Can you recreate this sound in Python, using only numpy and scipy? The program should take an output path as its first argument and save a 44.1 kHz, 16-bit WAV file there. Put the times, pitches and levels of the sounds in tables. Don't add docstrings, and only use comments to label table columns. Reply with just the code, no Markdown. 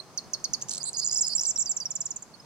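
import sys
import numpy as np
from scipy import signal
from scipy.fft import rfft, irfft
from scipy.io import wavfile
from scipy.ndimage import uniform_filter1d

SR = 44100
rng = np.random.default_rng(int(sys.argv[2]) if len(sys.argv) > 2 else 0)


def wrap_up_sound(samples):
    columns = np.atleast_2d(samples).T
    tamed = np.clip(columns, -1, 1)
    steps = np.round(tamed * 32767).astype(np.int16)
    wavfile.write(sys.argv[1], SR, steps)


N = 108045
TIME, FREQS = np.arange(N) / SR, np.fft.rfftfreq(N, 1 / SR)
ATTACK_S, RELEASE_S, RASP_S = 0.0017, 0.00097, 0.0013
OVERBLOWN_HZ = 8100


def amp(db):
    return 10 ** (np.asarray(db) / 20)


def unit(x):
    return x / np.sqrt(np.mean(x ** 2) + 1e-20)


def over_freq(points):
    hz, value = np.transpose(points)
    return np.interp(np.log(FREQS + 1), np.log(hz + 1), value)


def over_time(points):
    return np.interp(TIME, *np.transpose(points))


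def drift(seconds, size=N):
    lowpass = np.exp(-(np.fft.rfftfreq(size, 1 / SR) * seconds) ** 2)
    return unit(irfft(rfft(rng.standard_normal(size)) * lowpass, size))


def gate(t, length_s, attack_s, release_s):
    return np.clip(t / attack_s, 0, 1) * np.clip((length_s - t) / release_s, 0, 1)


def noise_pair(spectrum, coherence):
    left, other = rfft(rng.standard_normal((2, N)))
    right = coherence * left + np.sqrt(1 - coherence ** 2) * other
    return unit(irfft(np.array([left, right]) * amp(over_freq(spectrum)), N))


def distant_wash():
    # frequency in Hz, relative density in dB.
    spectrum = [(15, -41), (25, -26), (43, -18), (53, -12), (144, 2), (233, 1), (297, -4.5), (741, -1),
                (895, -4), (1020, -3), (1950, -13), (3530, -17.5), (4750, -12), (5140, -9), (5580, -15.5),
                (6380, -9), (6920, -20), (7700, -17.5), (15500, -31)]
    # frequency in Hz, left-right coherence.
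    coherence = [(40, .2), (130, 0.48), (300, 0.84), (700, 0.89), (1500, 0.62), (3000, 0.24), (8000, 0.067)]
    # time in seconds, gain in dB.
    swell = [(0, 0), (.3, 1.5), (.65, 2), (1.0, -.5), (1.5, .5), (2.0, -1.5), (2.45, -1)]
    return amp(-53 + over_time(swell)) * noise_pair(spectrum, over_freq(coherence))


def wind():
    # frequency in Hz, relative density in dB.
    spectrum = [(25, -18.5), (65, -13.5), (85, -17), (135, 0.5), (200, -4.5), (320, -13), (1000, -35.5),
                (4000, -80)]
    # time in seconds, gain in dB.
    strength = [(0, -4.5), (.2, -3), (.27, 6), (.33, -3), (.39, 4), (.45, -3.5), (.51, 6), (.58, 0),
                (.77, 4.5), (.87, -0.5), (1.1, -4), (1.3, 3), (1.6, -1.5), (1.95, -3.5), (2.12, -1),
                (2.3, -5), (2.45, -0.5)]
    gust_db, gust_s = 2, 0.04
    gusts = amp(gust_db * np.array([drift(gust_s), drift(gust_s)]))
    return amp(-57.5 + over_time(strength)) * unit(gusts * noise_pair(spectrum, coherence=0.49))


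def hum():
    # time in seconds, level in dB.
    level = [(0, -66), (.5, -65), (1.0, -66.5), (2.45, -78.5)]
    hz = 374 + 4.81 * drift(0.08)
    return amp(over_time(level)) * unit(np.sin(2 * np.pi * np.cumsum(hz) / SR))


def whistle(hz, octave_db=-21.5, under_db=None):
    phase = 2 * np.pi * np.cumsum(hz) / SR
    tone = np.sin(phase) + amp(octave_db) * np.sin(2 * phase) * (4 * hz < SR)
    return tone if under_db is None else tone + amp(under_db) * np.sin(phase / 2)


def sing(note, rows):
    out, jitter = np.zeros(N), 1 + 0.0071 * drift(0.00083)
    for start_s, length_s, db, *shape in rows:
        on = (TIME >= start_s) & (TIME < start_s + length_s)
        out[on] += amp(db) * note(TIME[on] - start_s, jitter[on], length_s, *shape)
    return out


def chirps():
    # start and length in seconds, gain in dB, pitch in Hz.
    rows = [(0.0, 0.0055, -26, 4174), (2.337, 0.019, -39.5, 4395), (2.396, 0.01306, -42.5, 5103)]

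    def note(t, jitter, length_s, hz):
        bow_hz = 150 * (2 * t / length_s - 1) ** 2
        return whistle((hz + bow_hz) * jitter, octave_db=-17) * np.sin(np.pi * t / length_s)
    return sing(note, rows)


def ticks():
    # start and length in seconds, gain in dB, first and last pitch in Hz.
    rows = [(0.1748, 0.019, -22, 6690, 4260), (0.3339, 0.01762, -20, 6690, 4295),
            (0.4414, 0.019, -20, 6750, 4323), (0.5335, 0.019, -18, 6970, 4420),
            (1.6573, 0.032, -26, 6460, 4686), (1.801, 0.035964, -27.5, 6300, 4680)]
    drop_s, release_s, sag_hz_per_s, fade_db = 0.0065, 0.002, 5200, -7.5

    def note(t, jitter, length_s, first_hz, last_hz):
        floor_hz = last_hz + sag_hz_per_s * (length_s - release_s - t)
        hz = floor_hz + (first_hz - floor_hz) * np.exp(-(t / drop_s) ** 2.02)
        envelope = gate(t, length_s, ATTACK_S, release_s) * amp(fade_db * t / length_s)
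        return whistle(hz * jitter, octave_db=-17) * envelope
    return amp(0.85) * sing(note, rows)


def crackle():
    # start and length in seconds, gain in dB, first and last pitch in Hz.
    rows = [(0.612, 0.0053, -32, 4330, 8500), (0.617, 0.0057, -28.5, 9170, 4000),
            (0.622, 0.004462, -19.5, 5450, 7300), (0.683, 0.0066, -31, 4330, 8500),
            (0.689, 0.006403, -28, 9170, 4060), (0.693, 0.0047, -17, 5500, 7750),
            (0.706, 0.0077, -23.5, 4170, 10920), (0.711, 0.0058, -25, 9570, 5060),
            (0.7145, 0.0045, -24.5, 5730, 10300), (0.723, 0.0073, -28.5, 4340, 9030),
            (0.7324, 0.004, -23, 3930, 9600), (0.736, 0.0038, -23.5, 4440, 9900),
            (0.746, 0.0066, -25.5, 3910, 8300), (0.753, 0.0049, -27.5, 4050, 9970),
            (0.757, 0.0043, -23.5, 4500, 10200), (0.7675, 0.005804, -28, 4040, 8600),
            (0.7753, 0.0073, -24, 3930, 9950), (0.7817, 0.0028, -26, 4500, 10050),
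            (0.829, 0.0052, -22.5, 5790, 7692), (0.9303, 0.0042, -25, 5530, 8000),
            (1.432, 0.0098, -38.5, 4040, 9400), (1.445, 0.0063, -38, 5640, 9600),
            (1.456, 0.0051, -28, 10870, 7900), (1.4604, 0.00611, -31, 7070, 10900),
            (1.575, 0.0035, -23, 3480, 9860)]

    def note(t, jitter, length_s, first_hz, last_hz):
        hz = first_hz + (last_hz - first_hz) * t / length_s
        tone = whistle(hz * jitter, under_db=-3 if max(first_hz, last_hz) > OVERBLOWN_HZ else None)
        rasp = 1 + 0.3412 * drift(RASP_S, size=4096)[:len(t)]
        return tone * rasp * gate(t, length_s, attack_s=length_s / 2, release_s=0.00086)
    return amp(-2.47) * sing(note, rows)


def sizzle(notes):
    # frequency in Hz, relative density in dB.
    spectrum = [(2000, -26), (4000, -7), (8000, 0), (10500, -3), (12500, -6), (15500, -6.5)]
    hiss = unit(irfft(rfft(rng.standard_normal(N)) * amp(over_freq(spectrum)), N))
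    return hiss * uniform_filter1d(abs(notes), size=24)


def buzzes():
    # start and length in seconds, gain in dB, then pitch, trill depth and trill rate in Hz.
    rows = [(0.8015, 0.024, -26.5, 4805, 159, 285), (0.851, 0.046, -21.5, 8223, 750, 342),
            (0.937, 0.016, -25, 4900, 303, 330), (0.953, 0.015753, -25, 4760, 330, 350),
            (0.974, 0.029, -29.5, 4870, 200, 280), (0.978, 0.024, -17, 6930, 424, 266),
            (0.993, 0.013, -22.5, 4800, 278.6, 250), (1.013, 0.02786, -20, 4720, 380, 400),
            (1.048, 0.015, -32, 4844, 200, 280), (1.076, 0.015, -29, 5010, 200, 290),
            (1.092, 0.0076, -18.5, 4980, 244.7, 244), (1.1027, 0.016, -24.5, 4886, 188.2, 260),
            (1.121, 0.012, -24.5, 5170, 200, 255), (1.1345, 0.0078, -21.5, 5070, 63, 150),
            (1.146, 0.011, -30, 5190, 200, 250), (1.157, 0.014, -17, 5510, 537, 400),
            (1.185, 0.0098, -18.5, 5240, 177, 200), (1.2304, 0.024, -21, 5170, 198.8, 426),
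            (1.249, 0.02, -23.5, 5010, 100, 374), (1.2748, 0.0047, -19, 5010, 337, 260),
            (1.2926, 0.048, -20.5, 4740, 340, 352), (1.3772, 0.01, -18.5, 5352, 256, 270),
            (1.3919, 0.010363, -16.5, 5570, 518, 460), (1.423, 0.0251, -32, 5270, 450, 212.2)]
    swell_db = 8

    def note(t, jitter, length_s, hz, depth_hz, rate_hz):
        trill_hz = rate_hz * (1 + 0.17 * drift(0.0031, size=4096)[:len(t)])
        trill_rad = 2 * np.pi * np.cumsum(trill_hz) / SR
        pitch_hz = (hz + depth_hz * np.sin(trill_rad)) * jitter
        tone = whistle(pitch_hz, octave_db=-14.5, under_db=-5.5 if hz + depth_hz > OVERBLOWN_HZ else None)
        throb = 0.45 * np.cos(trill_rad)
        rasp = 0.2 * drift(RASP_S, size=4096)[:len(t)]
        envelope = gate(t, length_s, RELEASE_S, RELEASE_S) * amp(swell_db * (t / length_s - 1.5))
        return tone * (1 + throb + rasp) * envelope
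    return amp(0.9) * sing(note, rows)


def pips():
    # start and length in seconds, gain in dB, mid pitch and glide in Hz.
    rows = [(0.838, 0.0037, -21, 7450, 994), (0.8394, 0.0059, -22, 6920, 483),
            (0.969, 0.0056, -19.5, 6680, -830), (1.0435, 0.0091, -20, 6950, -168),
            (1.0554, 0.003, -14.5, 7297, 1000), (1.0727, 0.0071, -16.5, 6868, 85),
            (1.085, 0.003, -18.5, 7020, -30), (1.123, 0.0066, -19, 7180, -501),
            (1.1289, 0.0053, -18, 6760, 476), (1.1443, 0.007, -17.5, 7140, 427),
            (1.172, 0.0078, -17, 6940, 415), (1.1814, 0.0043, -17.5, 6977, -910),
            (1.1956, 0.0047, -20, 7020, -266), (1.2675, 0.00468, -17.5, 7070, -103),
            (1.2802, 0.006, -18.5, 7100, 790), (1.3509, 0.0092, -15.5, 7150, -55),
            (1.3608, 0.0077, -15, 7310, -295), (1.426, 0.0035, -22.5, 7320, -516),
            (1.4342, 0.0031, -15, 7200, 594.5), (1.577, 0.0065, -28, 7300, 210.5)]
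    bow_hz, edge_s = 410, 0.0014

    def note(t, jitter, length_s, mid_hz, glide_hz):
        from_mid = t / length_s - 0.5
        hz = mid_hz + glide_hz * from_mid + bow_hz * (2 * from_mid) ** 2
        return whistle(hz * jitter) * gate(t, length_s, edge_s, edge_s)
    return amp(-0.85) * sing(note, rows)


def slurs():
    # start and length in seconds, gain in dB, then held pitch, last pitch,
    # trill depth and trill rate in Hz.
    rows = [(1.062, 0.0052, -15.5, 6920, 5160, 0, 0), (1.1108, 0.0092, -20.5, 7070, 5000, 0, 0),
            (1.208, 0.021, -14.5, 7370, 5250, 274, 365), (1.37, 0.0041, -24, 6120, 5000, 0, 0),
            (1.409, 0.012, -18.5, 6900, 5040, 0, 0), (1.451, 0.013, -21, 6081, 4230, -2.5, 0),
            (1.464, 0.029, -20, 7440, 5070, 209, 395), (1.4887, 0.028, -19, 7340, 5090, 349, 369),
            (1.559, 0.012, -21, 5760, 5200, 13, -2), (1.584, 0.026, -18.5, 7290, 5280, 150, 365),
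            (1.607, 0.024, -18.5, 7390, 5400, 124, 322), (1.693, 0.031, -19, 7333, 5250, -12, -8),
            (1.765, 0.014, -19.5, 7223, 5450, 0, 3), (1.855, 0.015, -22.5, 5710, 5020, -4, 2.5),
            (1.9047, 0.017, -23.5, 7160, 5230, 0, 0), (1.9527, 0.017, -21.5, 7180, 5100, 0, 0),
            (2.0044, 0.017, -21, 7250, 5100, 6, -2.5), (2.0547, 0.016, -22.5, 7210, 5310, 0, 0),
            (2.105, 0.016, -24, 6970, 5160, 0, -13), (2.16, 0.013, -25, 7210, 5899, -2, 0),
            (2.222, 0.011, -30.5, 7310, 5960, 0, 0)]
    scoop_hz, scoop_s, fall_s, fall_db = 376.4, 0.0021, 0.015, -10

    def note(t, jitter, length_s, held_hz, last_hz, depth_hz, rate_hz):
        progress = np.clip(1 - (length_s - t) / min(length_s, fall_s), 0, 1)
        fall = np.sin(np.pi / 2 * progress ** 1.41) ** 2
        hz = held_hz + (last_hz - held_hz) * fall + scoop_hz * np.exp(-t / scoop_s)
        hz += depth_hz * (1 - fall) * np.sin(2 * np.pi * rate_hz * t)
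        return whistle(hz * jitter) * gate(t, length_s, ATTACK_S, RELEASE_S) * amp(fall_db * fall)
    return amp(-0.23) * sing(note, rows)


def song():
    # frequency in Hz, gain in dB.
    beak = [(2400, -19.5), (3500, -15), (4200, 1), (8000, 1.5), (10000, -6), (12000, -5.5), (14000, -18.5),
            (16000, -26.5)]
    clicks, trills = crackle(), buzzes()
    clear = ticks() + pips() + slurs() + chirps()
    hiss = sizzle(amp(-9.5) * clicks + amp(-17) * trills)
    return irfft(rfft(clear + clicks + trills + hiss) * amp(over_freq(beak)), N)


def scatter(x, delay_s, t60_s):
    t = TIME[:SR // 2]
    taps = rng.standard_normal((2, len(t))) * (rng.random((2, len(t))) < 0.2)
    taps *= (t > delay_s) * amp(-60 * t / t60_s)
    taps /= np.linalg.norm(taps, axis=1, keepdims=True)
    return signal.fftconvolve(x[None], taps, axes=1)[:, :N]


def open_country(direct):
    # frequency in Hz, direct gain of left over right in dB.
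    left_gain = [(3300, 2.5), (4200, -12), (4700, -21), (5000, -8.5), (5600, 0), (6000, -4), (6400, -0.5),
                 (7100, -14.5), (7800, -8.5), (9200, -4.5)]
    # frequency in Hz, phase lead of left over right in radians.
    left_lead = [(4200, -1.5), (4400, -1.34), (4700, -5.5), (5300, -8.5), (6000, -7.5), (7100, -8.5),
                 (7400, -9), (9200, -8.5)]
    # echo delay in seconds, gain in dB.
    far_bushes = [(.063, -30.5), (.08, -36.5)]
    left_response = amp(over_freq(left_gain)) * np.exp(1j * over_freq(left_lead))
    left = irfft(rfft(direct) * left_response, N)
    leaves = amp(-13) * scatter(direct, delay_s=0.0025, t60_s=0.051)
    field = amp(-21.5) * scatter(direct, delay_s=0.004, t60_s=0.35)
    bushes = sum(amp(db) * np.interp(TIME - delay_s, TIME, direct, left=0) for delay_s, db in far_bushes)
    echoes = leaves + field + bushes
    return np.array([left + amp(1) * echoes[0], direct + echoes[1]])


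def scene():
    return open_country(song()) + distant_wash() + wind() + hum()


def record(dry):
    cutoff_hz = 15950
    lowpass = signal.firwin(511, cutoff_hz, window=("kaiser", 9), fs=SR)
    return signal.oaconvolve(dry, lowpass[None], "same")


dry = scene()
out = record(dry)
wrap_up_sound(out)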